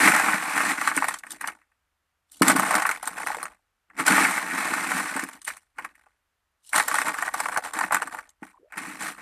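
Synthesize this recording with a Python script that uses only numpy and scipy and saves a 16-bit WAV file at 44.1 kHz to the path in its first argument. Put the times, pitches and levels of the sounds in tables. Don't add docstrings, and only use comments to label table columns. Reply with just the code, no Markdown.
import sys
import numpy as np
from scipy import signal
from scipy.fft import rfft, irfft
from scipy.io import wavfile
from scipy.ndimage import uniform_filter1d

SR = 44100
rng = np.random.default_rng(int(sys.argv[2]) if len(sys.argv) > 2 else 0)


def output_pcm(signal):
    pcm = np.clip(np.atleast_2d(signal).T, -1, 1) * 32767
    wavfile.write(sys.argv[1], SR, np.round(pcm).astype(np.int16))


N = 406161

# t/s, length/s, clack/dB, tick/dB re clack, drum/dB re clack, growth/dB
SCOOPS = [(0.0, 0.092, -18.0, -8.5, -13.5, 3), (0.135, 0.208, -20.5, -10.5, -22, -3.5),
          (0.353, 0.22, -30, -9.5, -17.5, 3.0), (0.565, 0.15, -26.5, -8.5, -12.5, 3),
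          (0.773, 0.115, -35.5, -7, -12.0, 7.5), (0.947, 0.181, -34.5, -6.0, -16, -3.5),
          (1.231, 0.102, -63.0, -3.5, -5.5, 16.5), (1.414, 0.069, -44, -11, -13, 5.5),
          (3.913, 0.045, -61.5, -27, -7, 7), (3.99, 0.012, -29.0, -10, -7.5, 3),
          (4.072, 0.171, -19.0, -8.5, -11.0, -0.5), (4.266, 0.123, -26, -8, -16.5, -2),
          (4.412, 0.151, -33.5, -10.0, -12.5, 5.5), (4.578, 0.272, -27.0, -9, -13.5, -1.5),
          (4.87, 0.127, -30, -7.5, -9, 3.5), (5.031, 0.196, -31, -8.0, -16.5, -4),
          (5.28, 0.065, -49.5, -6, -7, 1.0), (5.476, 0.023, -37.5, -1.5, -19, -3.5),
          (5.784, 0.061, -50.5, -11.5, -9.5, 4.5), (5.977, 0.16, -61.0, -9, -19.5, -16),
          (8.439, 0.016, -52.0, -8, -10, 3.5), (8.732, 0.065, -41.5, -20, -29.0, 1),
          (8.773, 0.197, -37.0, -8.0, -8.5, -4.0), (9.008, 0.08, -33.5, -6, -12.5, 0),
          (9.169, 0.057, -47, -13.0, -13, 7.0)]
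SPREADS = [(2.316, 0.082, -74.5, 15, -2.5, 9.5), (2.441, 0.062, -26.5, -7.5, -5, 7.5),
           (2.561, 0.139, -27, -8, -12.5, -0.0), (2.715, 0.065, -25.5, -12, -25, 3),
           (2.801, 0.158, -30, -9.5, -21, -7.0), (3.033, 0.12, -42, -7.5, -12, 0.5),
           (3.179, 0.14, -33.0, -10.0, -20.0, -0.5), (3.367, 0.12, -36.5, -10.5, -15.5, -12),
           (6.648, 0.091, -78, 20.5, -20, 7.5), (6.756, 0.069, -26, -3.0, -20, -6.5),
           (6.879, 0.138, -32, -6, -17, 1), (7.052, 0.033, -30.0, -9.5, -14.5, 4),
           (7.15, 0.118, -37, -8.5, -19.5, 3.5), (7.34, 0.117, -37, -7.0, -17, 3),
           (7.521, 0.054, -32.0, -9.5, -18.5, -5), (7.635, 0.017, -36.5, -8, -22.5, 5.0),
           (7.749, 0.094, -32.5, -10.5, -12.5, 1), (7.929, 0.028, -29, -10.0, -14.5, -0.5),
           (8.015, 0.078, -39, -10.5, -8.5, -7.5), (8.124, 0.055, -39, -10.5, -19.5, -1.5)]
# f/Hz, level/dB
TICK_SPECTRUM = [(2800, 0.5), (3400, -5), (4000, -0.5), (4900, -4.5), (5800, -1.5), (6800, -1.5),
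                 (8200, 8.5), (9200, 7.5), (10500, 1), (12500, -2.5), (14500, -6)]
# f/Hz, level/dB, t60/s
WALL_MODES = [(130, -3.5, 0.041), (267, -9.5, 0.066), (451.4, -4, 0.054), (610, -6.5, 0.21),
              (753, -3.5, 0.085), (862, -9, 0.023), (907, -6.5, 0.21), (1157, -5, .07),
              (1361, -16.5, 0.075), (1477, -7, 0.021), (1620, -14, .06), (1900, -5.5, 0.015),
              (2100, -13.5, 0.14)]
# f/Hz, level/dB, t60/s
BOTTOM_MODES = [(160, -25, .05), (191, -10, 0.1), (230, -6, 0.025), (271, 0.5, 0.061), (311.8, -4.5, 0.094),
                (428, -17, .08)]
# t/s, level/dB
THUMPS = [(0.018, -18.5), (0.052, -17), (0.135, -24), (0.233, -31), (0.277, -24.5), (0.338, -24),
          (0.598, -27.5), (0.967, -20.5), (2.412, -7.5), (2.485, -16.5), (2.551, -13.5), (2.583, -22),
          (2.622, -24.5), (2.75, -24), (3.995, -23.5), (4.109, -17), (4.173, -20), (4.226, -25.5),
          (4.531, -27), (4.719, -28), (5.155, -23.5), (5.231, -26.5), (6.752, -31), (8.422, -33.5),
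          (8.869, -32.5)]
# f/Hz, width/Hz
TUB_NULLS = [(385, 39), (520, 29)]
# f/Hz, level/dB
AIR_SPECTRUM = [(15, -36), (25, -5), (33, -14), (80, -1.5), (96, -13), (202, -19.5), (392, -20.5),
                (1400, -14), (4850, -27.5), (12600, -29.5), (14000, -34.5)]
# t/s, clack/dB, tick/dB, clack pitch/Hz
HITS = [(0.075, -7, -34, 1800), (0.119, -17.5, -33, 1850), (0.144, -20, -40, 1370),
        (0.162, -16.5, -28, 1290), (0.197, -19.5, -32, 1560), (0.284, -18.5, -42, 1220),
        (0.334, -21, -51, 1720), (0.56, -31, -41, 1670), (0.576, -21, -41, 1620), (0.604, -18.5, -39, 1400),
        (0.778, -24, -49, 1630), (0.813, -21, -37, 1420), (0.874, -16.5, -30.5, 1630),
        (0.887, -27, -39, 1500), (0.915, -23.5, -53, 1490), (0.965, -41, -26, 1330),
        (0.975, -18, -30, 1820), (1.023, -19.5, -45, 1210), (1.042, -20, -37.5, 1380),
        (1.084, -22.5, -28.5, 1480), (1.108, -30, -45, 1560), (1.14, -31.5, -35, 1550),
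        (1.187, -57, -43.5, 1670), (1.235, -35.0, -57, 1400), (1.267, -40, -51, 1530),
        (1.306, -45, -38, 1540), (1.318, -47, -36.5, 1500), (1.411, -30.5, -38.5, 1740),
        (1.441, -27.5, -62, 1460), (1.474, -33, -33.5, 1220), (1.484, -28, -45, 1650),
        (1.616, -59.0, -80, 1780), (1.717, -67, -86.0, 1730), (2.318, -66.0, -49.5, 1850),
        (2.42, -12.5, -19, 1480), (2.481, -17, -17.0, 1610), (2.498, -16, -23, 1290),
        (2.562, -20.0, -28.5, 1140), (2.596, -18.5, -27.5, 1090), (2.631, -22.0, -41, 1170),
        (2.708, -21, -30, 1230), (2.741, -17.5, -34, 1180), (2.752, -20.5, -24, 1480),
        (2.821, -23.5, -33, 1370), (2.852, -18, -45, 1340), (2.865, -24, -33, 1450),
        (2.891, -19, -33.0, 1380), (2.912, -24.5, -32.5, 1720), (3.028, -31.5, -36.5, 1050),
        (3.055, -43, -41, 1320), (3.074, -27, -28.5, 1010), (3.27, -25, -35.5, 1460),
        (3.302, -27, -46.5, 1080), (3.346, -29.5, -43.5, 1470), (3.429, -29, -34, 1070),
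        (3.454, -32, -43.5, 1430), (3.9, -49, -77, 1610), (3.998, -23, -37, 1450), (4.065, -42, -24, 1510),
        (4.08, -16.5, -23, 1420), (4.128, -20, -36, 1420), (4.18, -14.0, -46, 1400), (4.25, -17, -46, 1840),
        (4.311, -32, -35, 1770), (4.377, -22, -39, 1660), (4.737, -24, -37.5, 1400),
        (4.916, -23, -36.5, 1330), (5.164, -22.5, -36, 1180), (5.194, -27, -37, 1750),
        (5.237, -33, -38, 1810), (5.288, -38.5, -45, 1090), (5.332, -59, -49, 1700),
        (5.417, -55, -48, 1570), (5.448, -67.5, -37.5, 1390), (5.478, -26.5, -36.5, 1600),
        (5.502, -31, -52, 1700), (5.568, -45.5, -48.5, 1720), (5.785, -26.5, -49.5, 1640),
        (5.797, -37.5, -59, 1610), (5.847, -29, -45.5, 1550), (5.953, -55, -65.0, 2280),
        (6.065, -55, -84, 1004), (6.692, -66, -47.5, 2260), (6.731, -21.5, -29.5, 1470),
        (6.743, -18.5, -34, 1380), (6.76, -20.0, -24, 1370), (6.779, -15.5, -25.5, 1440),
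        (6.798, -15.5, -27.5, 1480), (6.881, -21.5, -27.5, 1340), (6.913, -23.5, -40, 1400),
        (6.942, -20, -31, 1290), (6.954, -23.5, -30.5, 1280), (6.985, -20.0, -30.5, 1390),
        (7.016, -21, -33.5, 1690), (7.082, -22.5, -35.5, 1400), (7.142, -26.5, -41, 1380),
        (7.185, -25, -39.5, 1340), (7.223, -20, -37, 1230), (7.278, -25.5, -43, 1300),
        (7.34, -23.5, -33.5, 1110), (7.402, -23.5, -29, 1270), (7.457, -22, -48, 1280),
        (7.485, -25.0, -39.5, 1200), (7.562, -22.5, -47, 1330), (7.573, -16.5, -31.5, 1200),
        (7.735, -31.5, -36, 1000), (7.789, -25, -33.5, 1230), (7.809, -19.5, -37.5, 1260),
        (7.836, -22.5, -47, 1320), (7.908, -23, -57, 1020), (7.922, -20, -30.5, 1090),
        (7.945, -16.5, -25.5, 1440), (7.966, -24, -37.5, 1380), (8.02, -21, -36.5, 1400),
        (8.073, -32.5, -42.5, 1230), (8.147, -34.5, -57, 1220), (8.186, -32, -49, 1460),
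        (8.292, -74, -54, 1450), (8.429, -36.5, -60, 1380), (8.722, -41, -56.5, 1700),
        (8.778, -31.5, -39, 1600), (9.023, -40, -37.5, 1490)]
# t/s, f/Hz, level/dB
GURGLE = [(8.53, 1095, -100), (8.545, 1010, -52.5), (8.56, 870, -48), (8.58, 1100, -49.5), (8.59, 335, -79),
          (8.605, 364, -52), (8.635, 445, -54), (8.657, 550, -52), (8.68, 625, -57), (8.72, 640, -100)]

HIT_S = .008
SWELL_DB_PER_S, STOP_DB_PER_S = 759.5, 240.5
SETTLE_DB, SETTLE_DB_PER_S = -29, 82.5
BUCKET_HZ, TUB_HZ = 1640, 1330
TUB_CONTACT_SHARE = .55
BUCKET_SHAKE_DB = -9


def from_db(db):
    return 10 ** (np.asarray(db) / 20)


def unit_rms(x):
    return x / np.sqrt(np.mean(x ** 2) + 1e-20)


def per_sample(rows):
    t_s, *columns = np.transpose(rows)
    return [np.interp(np.arange(N) / SR, t_s, column) for column in columns]


def level_db_at(spectrum, hz):
    points_hz, level_db = np.transpose(spectrum)
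    return np.interp(np.log(hz), np.log(points_hz), level_db)


def cut(x, hz, kind, order=2):
    return signal.sosfilt(signal.butter(order, hz, kind, fs=SR, output="sos"), x)


def ring(x, hz, t60_s):
    radius = from_db(-60 / (t60_s * SR))
    numerator = np.sqrt((1 - radius ** 2) / 2) * np.array([1, 0, -1])
    denominator = [1, -2 * radius * np.cos(2 * np.pi * hz / SR), radius ** 2]
    return signal.lfilter(numerator, denominator, x + 1e-18)


def strike(onsets, sizes, hz, t60_s, weights, uneven_db, smear_s):
    shape = (len(onsets), len(hz))
    shares = weights * from_db(uneven_db * rng.standard_normal(shape)) * rng.choice([-1, 1], shape)
    shares *= (sizes / np.linalg.norm(shares, axis=1))[:, None]
    delays = (SR * smear_s * rng.random(shape) ** 2).astype(int)
    starts = np.clip(onsets[:, None] + delays, 0, N - 1)
    return sum(ring(np.bincount(starts[:, k], shares[:, k], N), hz[k], t60_s[k]) for k in range(len(hz)))


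def tumble(share, size_db, count):
    onsets = rng.integers(0, N, count)
    sizes = from_db(size_db * np.minimum(rng.exponential(1, count), 3))
    sounding = rng.random(count) < np.broadcast_to(share, N)[onsets]
    return onsets, sizes * sounding


def levelled(x, window_s=.088):
    power = uniform_filter1d(uniform_filter1d(x * x, int(window_s * SR)), int(window_s * SR / 2))
    return x / np.sqrt(np.abs(power) + 1e-3 * np.mean(x * x))


def run_powers(runs):
    t_s, power = np.arange(0, N, 40) / SR, 1e-12
    for start_s, length_s, clack_db, tick_db, drum_db, growth_db in runs:
        age_s = t_s - start_s
        after_s = np.maximum(age_s - length_s, 0)
        swell_db = SWELL_DB_PER_S * np.minimum(age_s, 0)
        ending_db = np.maximum(-STOP_DB_PER_S * after_s, SETTLE_DB - SETTLE_DB_PER_S * after_s)
        shape_db = swell_db + growth_db * np.clip(age_s / length_s, 0, 1) + ending_db
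        levels_db = clack_db + np.array([[0], [tick_db], [drum_db]])
        power = power + from_db(levels_db + shape_db) ** 2
    return np.array(per_sample(np.vstack([t_s, power]).T))


def clacks(onsets, sizes, pitch_hz, t60_s, spread_oct):
    hz = np.geomspace(480, 2600, 30)
    weights = np.exp(-.5 * (np.log2(hz / pitch_hz[:, None]) / spread_oct) ** 2)
    return strike(onsets, sizes, hz, t60_s * np.sqrt(hz.mean() / hz), weights, uneven_db=5, smear_s=.0035)


def ticks(onsets, sizes, t60_s, uneven_db, smear_s, tilt_db_per_oct):
    hz = np.geomspace(2900, 14200, 44)
    slopes = tilt_db_per_oct + 1.9 * rng.standard_normal(len(onsets))
    weights = from_db(level_db_at(TICK_SPECTRUM, hz) + slopes[:, None] * np.log2(hz / hz.mean()))
    mode_t60_s = t60_s * np.sqrt(hz.mean() / hz)
    return np.array([strike(onsets, sizes, hz, mode_t60_s, weights, uneven_db, smear_s) for _ in range(2)])


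def rattle(clack_db, tick_db, vessel_hz, contact_share):
    density = np.clip(contact_share * from_db(.72 * (tick_db + 34.5)), .09, 1)
    onsets, sizes = tumble(density, size_db=2.5, count=16000)
    pitch_hz = vessel_hz[onsets] * 2 ** (.37 * rng.standard_normal(len(onsets)))
    clack = clacks(onsets, sizes, pitch_hz, t60_s=.017, spread_oct=.6)
    grit_onsets, grit_sizes = tumble(density, size_db=2, count=28000)
    tick_onsets = np.r_[onsets, grit_onsets]
    tick_sizes = np.r_[sizes * from_db(2.5 * rng.standard_normal(len(onsets))), grit_sizes * from_db(-5.5)]
    tick = ticks(tick_onsets, tick_sizes, t60_s=.0086, uneven_db=7.5, smear_s=.004,
                 tilt_db_per_oct=-.9 * np.sqrt(density[tick_onsets]))
    return from_db(clack_db + 1) * levelled(clack), from_db(tick_db - .35) * levelled(tick)


def wall(clack):
    return sum(from_db(level_db) * np.sqrt(np.log(1000) / (t60_s * SR)) * ring(clack, hz, t60_s)
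               for hz, level_db, t60_s in WALL_MODES)


def bottom(drum_db):
    hz, mode_db, t60_s = np.transpose(BOTTOM_MODES)
    weights = from_db(mode_db)
    onsets, sizes = tumble(1, size_db=3.5, count=2000)
    drumming = levelled(strike(onsets, sizes, hz, t60_s, weights, uneven_db=.5, smear_s=.0022))
    fall_s, fall_db = np.transpose(THUMPS)
    fall_onsets, fall_sizes = (fall_s * SR).astype(int), np.sqrt(HIT_S * SR) * from_db(fall_db - 3)
    thumps = strike(fall_onsets, fall_sizes, hz, 1.8 * t60_s, weights, uneven_db=5, smear_s=.002)
    boom = from_db(drum_db + .37) * drumming + thumps
    return cut(cut(boom, 740, "low", order=4), 140, "high", order=4)


def reflections(x, t60_s, gap_s=.0016):
    t_s = np.arange(SR // 2) / SR
    echoes = rng.standard_normal(len(t_s)) * from_db(-60 * t_s / t60_s) * (t_s > gap_s)
    return signal.fftconvolve(x, echoes / np.linalg.norm(echoes))[:N]


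def soil_rumble(bucket_power, tub_power):
    load_db = 10 * np.log10(tub_power + from_db(BUCKET_SHAKE_DB) ** 2 * bucket_power)
    level_db = -68.5 + .3 * (np.maximum(load_db, -110) + 33)
    rumble = cut(cut(rng.standard_normal(N), 38, "high", order=3), 64, "low", order=4)
    return from_db(level_db) * unit_rms(rumble)


def air(level_db=-78):
    hz = np.maximum(np.arange(N // 2 + 1) * SR / N, 1)
    spectrum = rfft(rng.standard_normal(N)) * from_db(level_db_at(AIR_SPECTRUM, hz))
    return from_db(level_db) * unit_rms(irfft(spectrum, N))


def single_stones():
    land_s, clack_db, tick_db, pitch_hz = np.transpose(HITS)
    graze_s = land_s - rng.uniform(.00057, .0029, len(land_s))
    tip_s = land_s + rng.uniform(.003, .0098, len(land_s))
    onsets = (np.r_[graze_s, land_s, tip_s] * SR).astype(int)
    clack_sizes = np.sqrt(HIT_S * SR) * from_db(np.r_[clack_db - 16, clack_db + 1.3, clack_db - 6])
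    tick_sizes = np.sqrt(HIT_S * SR) * from_db(np.r_[tick_db - 13, tick_db + 1.3, tick_db - 6.5])
    clack = clacks(onsets, clack_sizes, np.tile(pitch_hz, 3), t60_s=.018, spread_oct=.55)
    tick = ticks(onsets, tick_sizes, t60_s=.018, uneven_db=6.5, smear_s=.0025, tilt_db_per_oct=2)
    return clack, tick


def gurgle():
    hz, level_db = per_sample(GURGLE)
    throb = unit_rms(1 + 1.2 * unit_rms(cut(rng.standard_normal(N), 60, "low")))
    return from_db(level_db - .5) * throb * np.sin(2 * np.pi * np.cumsum(hz) / SR)


def scene():
    bucket, tub = run_powers(SCOOPS), run_powers(SPREADS)
    clack_db, tick_db, drum_db = 10 * np.log10(bucket + tub)
    in_bucket = bucket[0] > tub[0]
    vessel_hz = np.where(in_bucket, BUCKET_HZ, TUB_HZ)
    contact_share = np.where(in_bucket, 1, TUB_CONTACT_SHARE)
    hit_clack, hit_tick = single_stones()
    run_clack, run_tick = rattle(clack_db, tick_db, vessel_hz, contact_share)
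    clack = hit_clack + run_clack
    plastic = cut(from_db(-3) * (clack + wall(clack)), 2735, "low", order=8)
    mid_tick, side_tick = cut(hit_tick + run_tick, 1600, "high")
    direct = cut(plastic, 78, "high", order=4) + mid_tick + bottom(drum_db)
    for hz, width_hz in TUB_NULLS:
        direct = signal.lfilter(*signal.iirnotch(hz, hz / width_hz, fs=SR), direct)
    mid = direct + from_db(-11.5) * reflections(direct, t60_s=.066)
    mid += from_db(-27.5) * reflections(direct, t60_s=.2)
    side = side_tick + from_db(-11) * reflections(side_tick, t60_s=.07)
    side = from_db(-6.8) * cut(side, 6700, "high", order=6)
    stones = np.array([mid + side, mid - side])
    return stones + soil_rumble(bucket[0], tub[0]) + gurgle() + air()


def record(dry):
    ceiling, cutoff_hz = .9, 14250
    rounded = ceiling * np.tanh(dry / ceiling)
    return signal.sosfilt(signal.ellip(12, .2, 70, cutoff_hz, fs=SR, output="sos"), rounded)


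dry = scene()
out = record(dry)
output_pcm(out)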